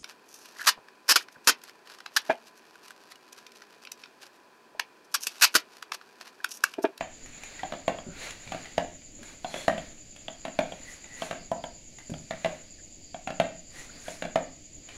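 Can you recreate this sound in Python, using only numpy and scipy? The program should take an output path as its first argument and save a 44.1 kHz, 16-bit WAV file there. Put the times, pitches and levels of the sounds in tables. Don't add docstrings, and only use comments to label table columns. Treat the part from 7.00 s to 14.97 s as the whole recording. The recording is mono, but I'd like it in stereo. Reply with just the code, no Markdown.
import sys
import numpy as np
from scipy import signal
from scipy.fft import rfft, irfft, next_fast_len
from scipy.io import wavfile
from scipy.ndimage import map_coordinates

SR = 44100
rng = np.random.default_rng(int(sys.argv[2]) if len(sys.argv) > 2 else 0)


def store_pcm(level_fs):
    pcm = np.round(np.clip(level_fs, -1, 1) * 32767).astype(np.int16)
    wavfile.write(sys.argv[1], SR, np.atleast_2d(pcm).T)


N = 351464
TIME_S = np.arange(N) / SR
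HIT_S = TIME_S[:SR // 3]


# t/s, level/dB, nominal wall f/Hz
BUMPS = [(0.632, -22, 770), (2.445, -21.5, 724), (6.144, -26.5, 690), (7.081, -25, 643)]
# t/s, level/dB, nominal wall f/Hz, flight/s, bounce/dB re hit
RATTLES = [(0.722, -25.5, 630, 0.013, -3), (1.52, -24, 773, .026, -1.5), (2.541, -24, 605, .02, -6),
           (3.451, -24.5, 658, .029, -6), (4.31, -22.5, 644, .019, -6.5), (5.308, -23, 636, .026, -10.5),
           (6.273, -23, 776, 0.031, -1), (7.222, -22.5, 600, .029, -2.5)]
# t/s, level/dB, nominal wall f/Hz, click/dB
KNOCKS = [(0.008, -20.5, 667, -11.5), (0.879, -12, 643, -17), (1.779, -11.5, 628, -16),
          (2.68, -8, 666, -15.5), (3.589, -11, 640, -16.5), (4.515, -16, 660, -27.5),
          (5.446, -16.5, 643, -12.5), (5.458, -17, 623, -21), (6.399, -9, 653, -16),
          (7.357, -10, 647, -17.5)]
# t/s, level/dB, steel ring/dB
CLINKS = [(0.986, -30.5, -9.5), (2.779, -23.5, -8), (3.282, -27.5, -1), (3.721, -28, -7.5),
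          (4.22, -21.5, -9), (4.639, -25, -12), (5.138, -31, -9)]
def spoon_hits():
    out = np.zeros((2, N))
    for t, db, hz in BUMPS:
        add(out, t, blow(db, hz, click_db=-17.5, steel_db=-15.5, thump_db=-15, snap_db=-41))
    for t, db, hz, flight_s, bounce_db in RATTLES:
        add(out, t, blow(db, hz, click_db=-10, steel_db=-18, thump_db=-12, snap_db=-27.5))
        bounce = blow(db + bounce_db, hz=645, click_db=-13.5, steel_db=-28, thump_db=-9.5, snap_db=-31)
        add(out, t + flight_s, bounce)
    for t, db, hz, click_db in KNOCKS:
        add(out, t, blow(db, hz, click_db, steel_db=-28, thump_db=-15, snap_db=-33))
    for t, db, steel_db in CLINKS:
        add(out, t, blow(db, hz=648, click_db=-16, steel_db=steel_db, thump_db=-14, snap_db=-29.5))
    return out


# f/Hz, level/dB, t60/s
WALL_MODES = [(572, -2, 0.017), (651, 5.5, 0.034), (720, -12.5, 0.025), (985, -15.5, 0.04),
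              (1090, -11, 0.018)]
HOLLOW_MODES = [(508, -13, .13), (600, -9, .11), (648, 0, .17), (711, -6, .18), (762, -8, .17),
                (832, -13, .16), (927, -13, .15), (1118, -21, .12), (1368, -22, .16), (1577, -21, .14)]
THUMP_MODES = [(91.5, -8.5, .05), (179.1, -8, 0.18), (219, 14.5, 0.023), (216.6, -12.5, 0.21),
               (266, -2.5, 0.11), (282, -9.5, 0.025), (352.7, -9.5, .18)]
RIM_MODES = [(1370, -5, .028), (1590, 0, .032), (1720, -5, .028), (1960, -2, .025), (2360, -1, .026),
             (2750, -2, .025)]
STEEL_MODES = [(2900, -7, .02), (3120, -3, .022), (3300, 0, .035), (3460, -6, .022)]
# f/Hz, level/dB
CRACK_SPECTRUM = [(400, -29), (900, 4.5), (1500, 3.5), (2600, 1.5), (3400, -1), (4300, -6.5), (5300, -16.5),
                  (6800, -17.5), (8500, -35), (15500, -39)]
FIZZ_SPECTRUM = [(2500, -18), (4200, -7), (5500, 5), (6800, 6.5), (8300, 2.5), (9300, -1.5), (10500, 2),
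                 (12000, -7.5), (14000, -10), (15800, -19)]
def blow(db, hz, click_db, steel_db, thump_db, snap_db):
    wall_stretch = (hz / 650) ** .9
    wall = amp(-2.5) * ring(WALL_MODES, wall_stretch, attack_s=.0018, scatter_db=4.5)
    wall = signal.lfilter(*signal.butter(3, 470, 'high', fs=SR), wall)
    hollow = amp(-10 + .074 * db) * ring(HOLLOW_MODES, stretch=.97, attack_s=.0091, scatter_db=3.5)
    thump = amp(thump_db + 1) * ring(THUMP_MODES, stretch=.99, attack_s=.0014, scatter_db=4)
    rim = stereo_ring(RIM_MODES, detune=.019, attack_s=.006, scatter_db=6.5)
    steel = stereo_ring(STEEL_MODES, detune=.012, attack_s=.0004, scatter_db=4)
    click = amp(click_db) * (amp(-2.5) * rim + amp(4.5) * splat(CRACK_SPECTRUM, t60_s=.016))
    clink = amp(steel_db - 4 - .17 * db) * steel
    snap = amp(snap_db + 3) * splat(FIZZ_SPECTRUM, t60_s=.022)
    impact = yard(wall + hollow + thump + click + snap, wet_db=-5.5, echo_db=.5)
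    spoon = yard(clink, wet_db=-12.5, echo_db=-5)
    return amp(db - 2.5) * (impact + spoon)


# centre t/s, half length/s, rasp/dB, fizz/dB
STROKES = [(0.524, 0.2, -52, -70), (1.248, 0.046, -41.5, -57), (1.567, 0.14, -51, -67),
           (2.287, 0.054, -53.5, -66), (2.588, 0.064, -47.5, -55), (2.836, 0.082, -57.5, -72),
           (3.813, 0.34, -57.5, -73), (3.916, .036, -55.5, -60), (4.24, 0.046, -46.5, -56),
           (5.124, 0.15, -69, -72), (5.485, 0.1, -55.5, -69), (6.801, 0.041, -50, -57.5),
           (6.954, 0.047, -55, -73), (7.105, 0.057, -50.5, -56), (7.938, 0.047, -55.5, -75)]
# f/Hz, level/dB
RASP_SPECTRUM = [(150, -35), (400, -2.5), (700, -3), (1050, -6), (1600, -2), (2300, 1), (3200, -6),
                 (4300, -2.5), (5400, -17.5), (6800, -8), (8500, -24), (12000, -30.5)]
def scrape():
    rasp_power, fizz_power = np.zeros((2, N))
    for t, half_s, rasp_db, fizz_db in STROKES:
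        pressure = (1 + ((TIME_S - t) / half_s) ** 2 / 4) ** -4
        rasp_power += amp(rasp_db) ** 2 * pressure
        fizz_power += amp(fizz_db) ** 2 * pressure
    slips = amp(.58 * wobble(890) + .79 * wobble(60))
    pops = rng.random(N) < 22 / SR
    film = amp(.92 * wobble(450)) + amp(18.5) * pops
    rasp = amp(4) * np.sqrt(rasp_power) * noise(RASP_SPECTRUM, grain=slips)
    fizz = amp(6.5) * np.sqrt(fizz_power) * noise(FIZZ_SPECTRUM, grain=film)
    return rasp + fizz


# centre t/s, Gaussian width/s, f/Hz, level/dB
SLIDES = [(0.345, .013, 2460, -53.5), (0.603, .008, 1940, -43), (1.14, .07, 1440, -56),
          (2.501, 0.027, 4180, -47.5), (2.585, 0.063, 3390, -47), (2.62, 0.049, 4300, -51),
          (3.905, 0.034, 1955, -46), (4.162, 0.051, 1966, -48), (5.011, 0.0074, 1610, -56),
          (5.798, 0.009, 1810, -50), (6.795, 0.032, 1964, -48), (6.9, .004, 1490, -49.5),
          (7.084, 0.025, 1600, -48.5)]
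def slides():
    out = np.zeros((2, N))
    offset_s = HIT_S - HIT_S.mean()
    for t, width_s, hz, db in SLIDES:
        white = rng.standard_normal((2, 2, len(HIT_S)))
        flutter = unit_rms(filtered(white, lambda f: 1 / (1 + (f / 110) ** 2)))
        phase = 2 * np.pi * hz * offset_s
        tone = flutter[0] * np.cos(phase) + flutter[1] * np.sin(phase)
        add(out, t - HIT_S.mean(), amp(db) * tone * np.exp(-(offset_s / width_s) ** 2 / 2))
    return out


# t/s, level/dB, f/Hz, sharpness/dB
TICKS = [(0.259, -37, 1890, -19), (0.4352, -31, 2410, -17), (0.5926, -31, 2030, -28),
         (1.3066, -29.5, 2790, -16.5), (1.475, -33, 2360, -34), (1.6562, -31.5, 1980, -30),
         (2.2298, -35.5, 1620, -17), (3.162, -36, 3360, -20), (4.0422, -36, 1980, -31.5),
         (4.9856, -35, 2060, -24), (5.1005, -39, 1585, -13.5), (7.888, -31, 2355, -26)]
def ticks():
    out = np.zeros((2, N))
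    for t, db, hz, sharp_db in TICKS:
        add(out, t, tick(db, hz, sharp_db))
    for t in rng.uniform(0, N / SR, size=8):
        add(out, t, tick(db=-47.5, hz=rng.uniform(1700, 3600), sharp_db=-27))
    return out


# f/Hz, level/dB
TICK_SPECTRUM = [(300, -14), (700, 3), (1200, -6), (2300, 2.5), (3500, -2), (5500, -14), (7000, -12.5),
                 (9000, -40.5), (15500, -41)]
def tick(db, hz, sharp_db):
    ping = amp(-2.5) * unit_burst(np.sin(2 * np.pi * hz * HIT_S) * decay(t60_s=.041))
    click = splat(TICK_SPECTRUM, t60_s=.018)
    snap = amp(sharp_db + 11.5) * splat(FIZZ_SPECTRUM, t60_s=.017)
    return yard(amp(db - 10) * (click + ping + snap), wet_db=-2.5, echo_db=3)


# t/s, level/dB, base f/Hz
PLOPS = [(1.066, -33, 235), (1.468, -41.5, 135), (2.191, -42.5, 346), (5.097, -28, 243)]
# delay/s, level/dB, f/base f
BUBBLES = [(0, -2, 0.94), (.021, -1, .68), (.052, -12, .62)]
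def plops():
    out = np.zeros((2, N))
    for t, db, hz in PLOPS:
        for delay_s, step_db, ratio in BUBBLES:
            add(out, t + delay_s, bubble(db + step_db, hz * ratio))
    return out


def bubble(db, hz):
    gulp = np.sin(2 * np.pi * hz * HIT_S) * decay(t60_s=.093)
    slap = amp(-5.5) * np.sin(2 * np.pi * 1.7 * hz * HIT_S) * decay(t60_s=.066)
    wall = amp(-13) * ring(WALL_MODES, stretch=.85, attack_s=.002, scatter_db=2)
    return yard(amp(db) * np.array([gulp + slap + wall] * 2), wet_db=-5, echo_db=-6.5)


# delay/s, level/dB
ECHOES = [(.0169, -10), (.0292, -21), (.0462, -22), (.0662, -22)]
# f/Hz, t60/s
YARD_T60 = [(150, 0.51), (350, 0.49), (700, 0.32), (2200, 0.44), (6000, 0.29), (14000, 0.25)]
def yard(x, wet_db, echo_db):
    hz, t, bands = signal.stft(noise([(20, 0), (20000, 0)], size=SR // 2), SR, nperseg=256)
    envelope = amp(-60 * t / along(YARD_T60, hz)[:, None]) * (1 - np.exp(-t / .00077))
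    tail = signal.istft(bands * envelope, SR, nperseg=256)[1]
    tail /= np.linalg.norm(tail[0])
    echoes = np.zeros(tail.shape[-1])
    for delay_s, db in ECHOES:
        echoes[round(delay_s * SR)] += amp(db + echo_db)
    scattered = filtered(tail, lambda f: amp(wet_db + along([(200, 1), (650, -1.35), (1800, -.16)], f)))
    impulse = scattered + filtered(echoes, lambda f: 1 / (1 + 1j * f / 2600))
    impulse[:, 0] += 1
    return signal.fftconvolve(x, impulse, axes=1)


# t/s, chirp count
CHIRP_PACE = [(-.068, -1), (2.7, 25), (4.768, 45), (7.97, 75)]
# f/Hz, level/dB
CHIRP_SPECTRUM = [(4000, -92), (5200, -49), (6100, -21.5), (6600, -12), (6720, -6), (6790, 3.5),
                  (6850, -12), (6915, 3.5), (6980, -4.5), (7120, 1), (7280, -8), (7560, -8.5), (7700, -31),
                  (9500, -92)]
def near_cricket():
    cycle = np.interp(TIME_S, *np.transpose(CHIRP_PACE))
    swell = lambda lead_cycles: amp(6.6 * np.cos(2 * np.pi * (cycle + lead_cycles)))
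    song = noise(CHIRP_SPECTRUM, grain=amp(1.6 * wobble(200)))
    upper = filtered(song, lambda hz: np.interp(hz, [6800, 7400], [0, 1]))
    chirps = unit_rms(upper * swell(.12) + (song - upper) * swell(-.042))
    pan = amp([[1.5], [-1.5]])
    return amp(-55 + .53 * wobble(3.77)) * chirps * pan


TRILL_RESTS = [.09, .31, 1.43, 1.93, 2.15, 2.95, 3.78]
# f/Hz, level/dB
TRILL_SPECTRUM = [(2500, -80), (4350, -13.5), (4700, -5.5), (4900, -9.5), (5200, -19), (7000, -82)]
CHORUS_SPECTRUM = [(700, -69), (1400, -22), (2200, -2.5), (3000, -5), (4100, -8.5), (5300, -11.5),
                   (6200, -4.5), (7000, 4.5), (7600, -2), (8300, -24.5), (11000, -20.5), (15800, -70)]
def far_crickets():
    resting = np.exp(-((TIME_S - np.array(TRILL_RESTS)[:, None]) / .036) ** 2).sum(0)
    trill = noise(TRILL_SPECTRUM) * amp(-60.5 + 2.7 * wobble(12) - 14 * resting)
    chorus = noise(CHORUS_SPECTRUM) * amp(-56 + .7 * wobble(6))
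    return trill + chorus


# f/Hz, level/dB
AIR_SPECTRUM = [(20, 5.5), (45, -5.5), (100, -6.5), (170, -10.5), (300, -7), (400, -18.5), (620, -15.5),
                (1000, -32.5), (1600, -34.5), (4000, -28), (9000, -47), (12000, -43.5), (15800, -48)]
def night_air():
    return amp(-51.5 + 1.25 * wobble(13)) * noise(AIR_SPECTRUM)


# f/Hz, left-right correlation
CORRELATION = [(30, .35), (100, .8), (600, .8), (1200, .25), (2500, 0), (15000, 0)]
def noise(spectrum, size=N, grain=1):
    def mid_side_gain(hz):
        angle = np.arccos(np.clip(along(CORRELATION, hz), -1, 1)) / 2
        return amp(along(spectrum, hz)) * [np.cos(angle), np.sin(angle)]
    mid, side = filtered(rng.standard_normal((2, size)) * grain, mid_side_gain)
    return unit_rms(np.array([mid + side, mid - side]))


def splat(spectrum, t60_s):
    return unit_burst(noise(spectrum, size=len(HIT_S)) * decay(t60_s) * (1 - np.exp(-HIT_S / .001)))


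def ring(modes, stretch, attack_s, scatter_db):
    hz, db, t60_s = np.transpose(modes)[:, :, None]
    level = amp(db + scatter_db * rng.standard_normal(hz.shape)) * decay(t60_s)
    tone = (level * np.sin(2 * np.pi * hz * stretch * HIT_S)).sum(0)
    return unit_burst(tone * (1 - np.exp(-(HIT_S / attack_s) ** 2)))


def stereo_ring(modes, detune, attack_s, scatter_db):
    return np.array([ring(modes, 1 + detune * rng.standard_normal(), attack_s, scatter_db)
                     for _ in range(2)])


def decay(t60_s):
    return amp(-60 * HIT_S / t60_s)


def amp(db):
    return 10 ** (np.asarray(db) / 20)


def unit_rms(x):
    return x / np.sqrt(np.mean(x ** 2) + 1e-20)


def unit_burst(x):
    return unit_rms(x) * np.sqrt(.005 * SR / x.shape[-1])


def along(points, hz):
    f, value = np.transpose(points)
    return np.interp(np.log(hz + 1), np.log(f + 1), value)


def wobble(knots_per_s):
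    return map_coordinates(rng.standard_normal(int(N * knots_per_s / SR) + 4), [TIME_S * knots_per_s])


def filtered(x, response):
    n = x.shape[-1]
    padded = next_fast_len(n + SR // 8)
    return irfft(rfft(x, padded) * response(np.fft.rfftfreq(padded, 1 / SR)), padded)[..., :n]


def add(track, start_s, sound):
    start = max(round(start_s * SR), 0)
    track[:, start:start + sound.shape[-1]] += sound[..., :N - start]


def scene():
    stirring = spoon_hits() + ticks() + plops() + scrape() + slides()
    return stirring + near_cricket() + far_crickets() + night_air()


# f/Hz, left minus right/dB
PORT_BALANCE = [(100, .5), (200, 2.4), (600, 1), (1100, 1), (1700, 6.5), (2600, 5.5), (3800, 2), (5000, 6),
                (7000, 12.5), (8000, 4), (9500, -11.5), (11000, -8.5), (14000, 3.5)]
def record(dry):
    right_lead_s, top_hz = .000094, 15800
    def response(hz):
        colour = amp(np.outer([.5, -.5], along(PORT_BALANCE, hz)))
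        lead = np.exp(1j * np.pi * np.outer([-1, 1], hz) * right_lead_s)
        return colour * lead * (hz < top_hz)
    return filtered(dry, response)


dry = scene()
out = record(dry)
store_pcm(out)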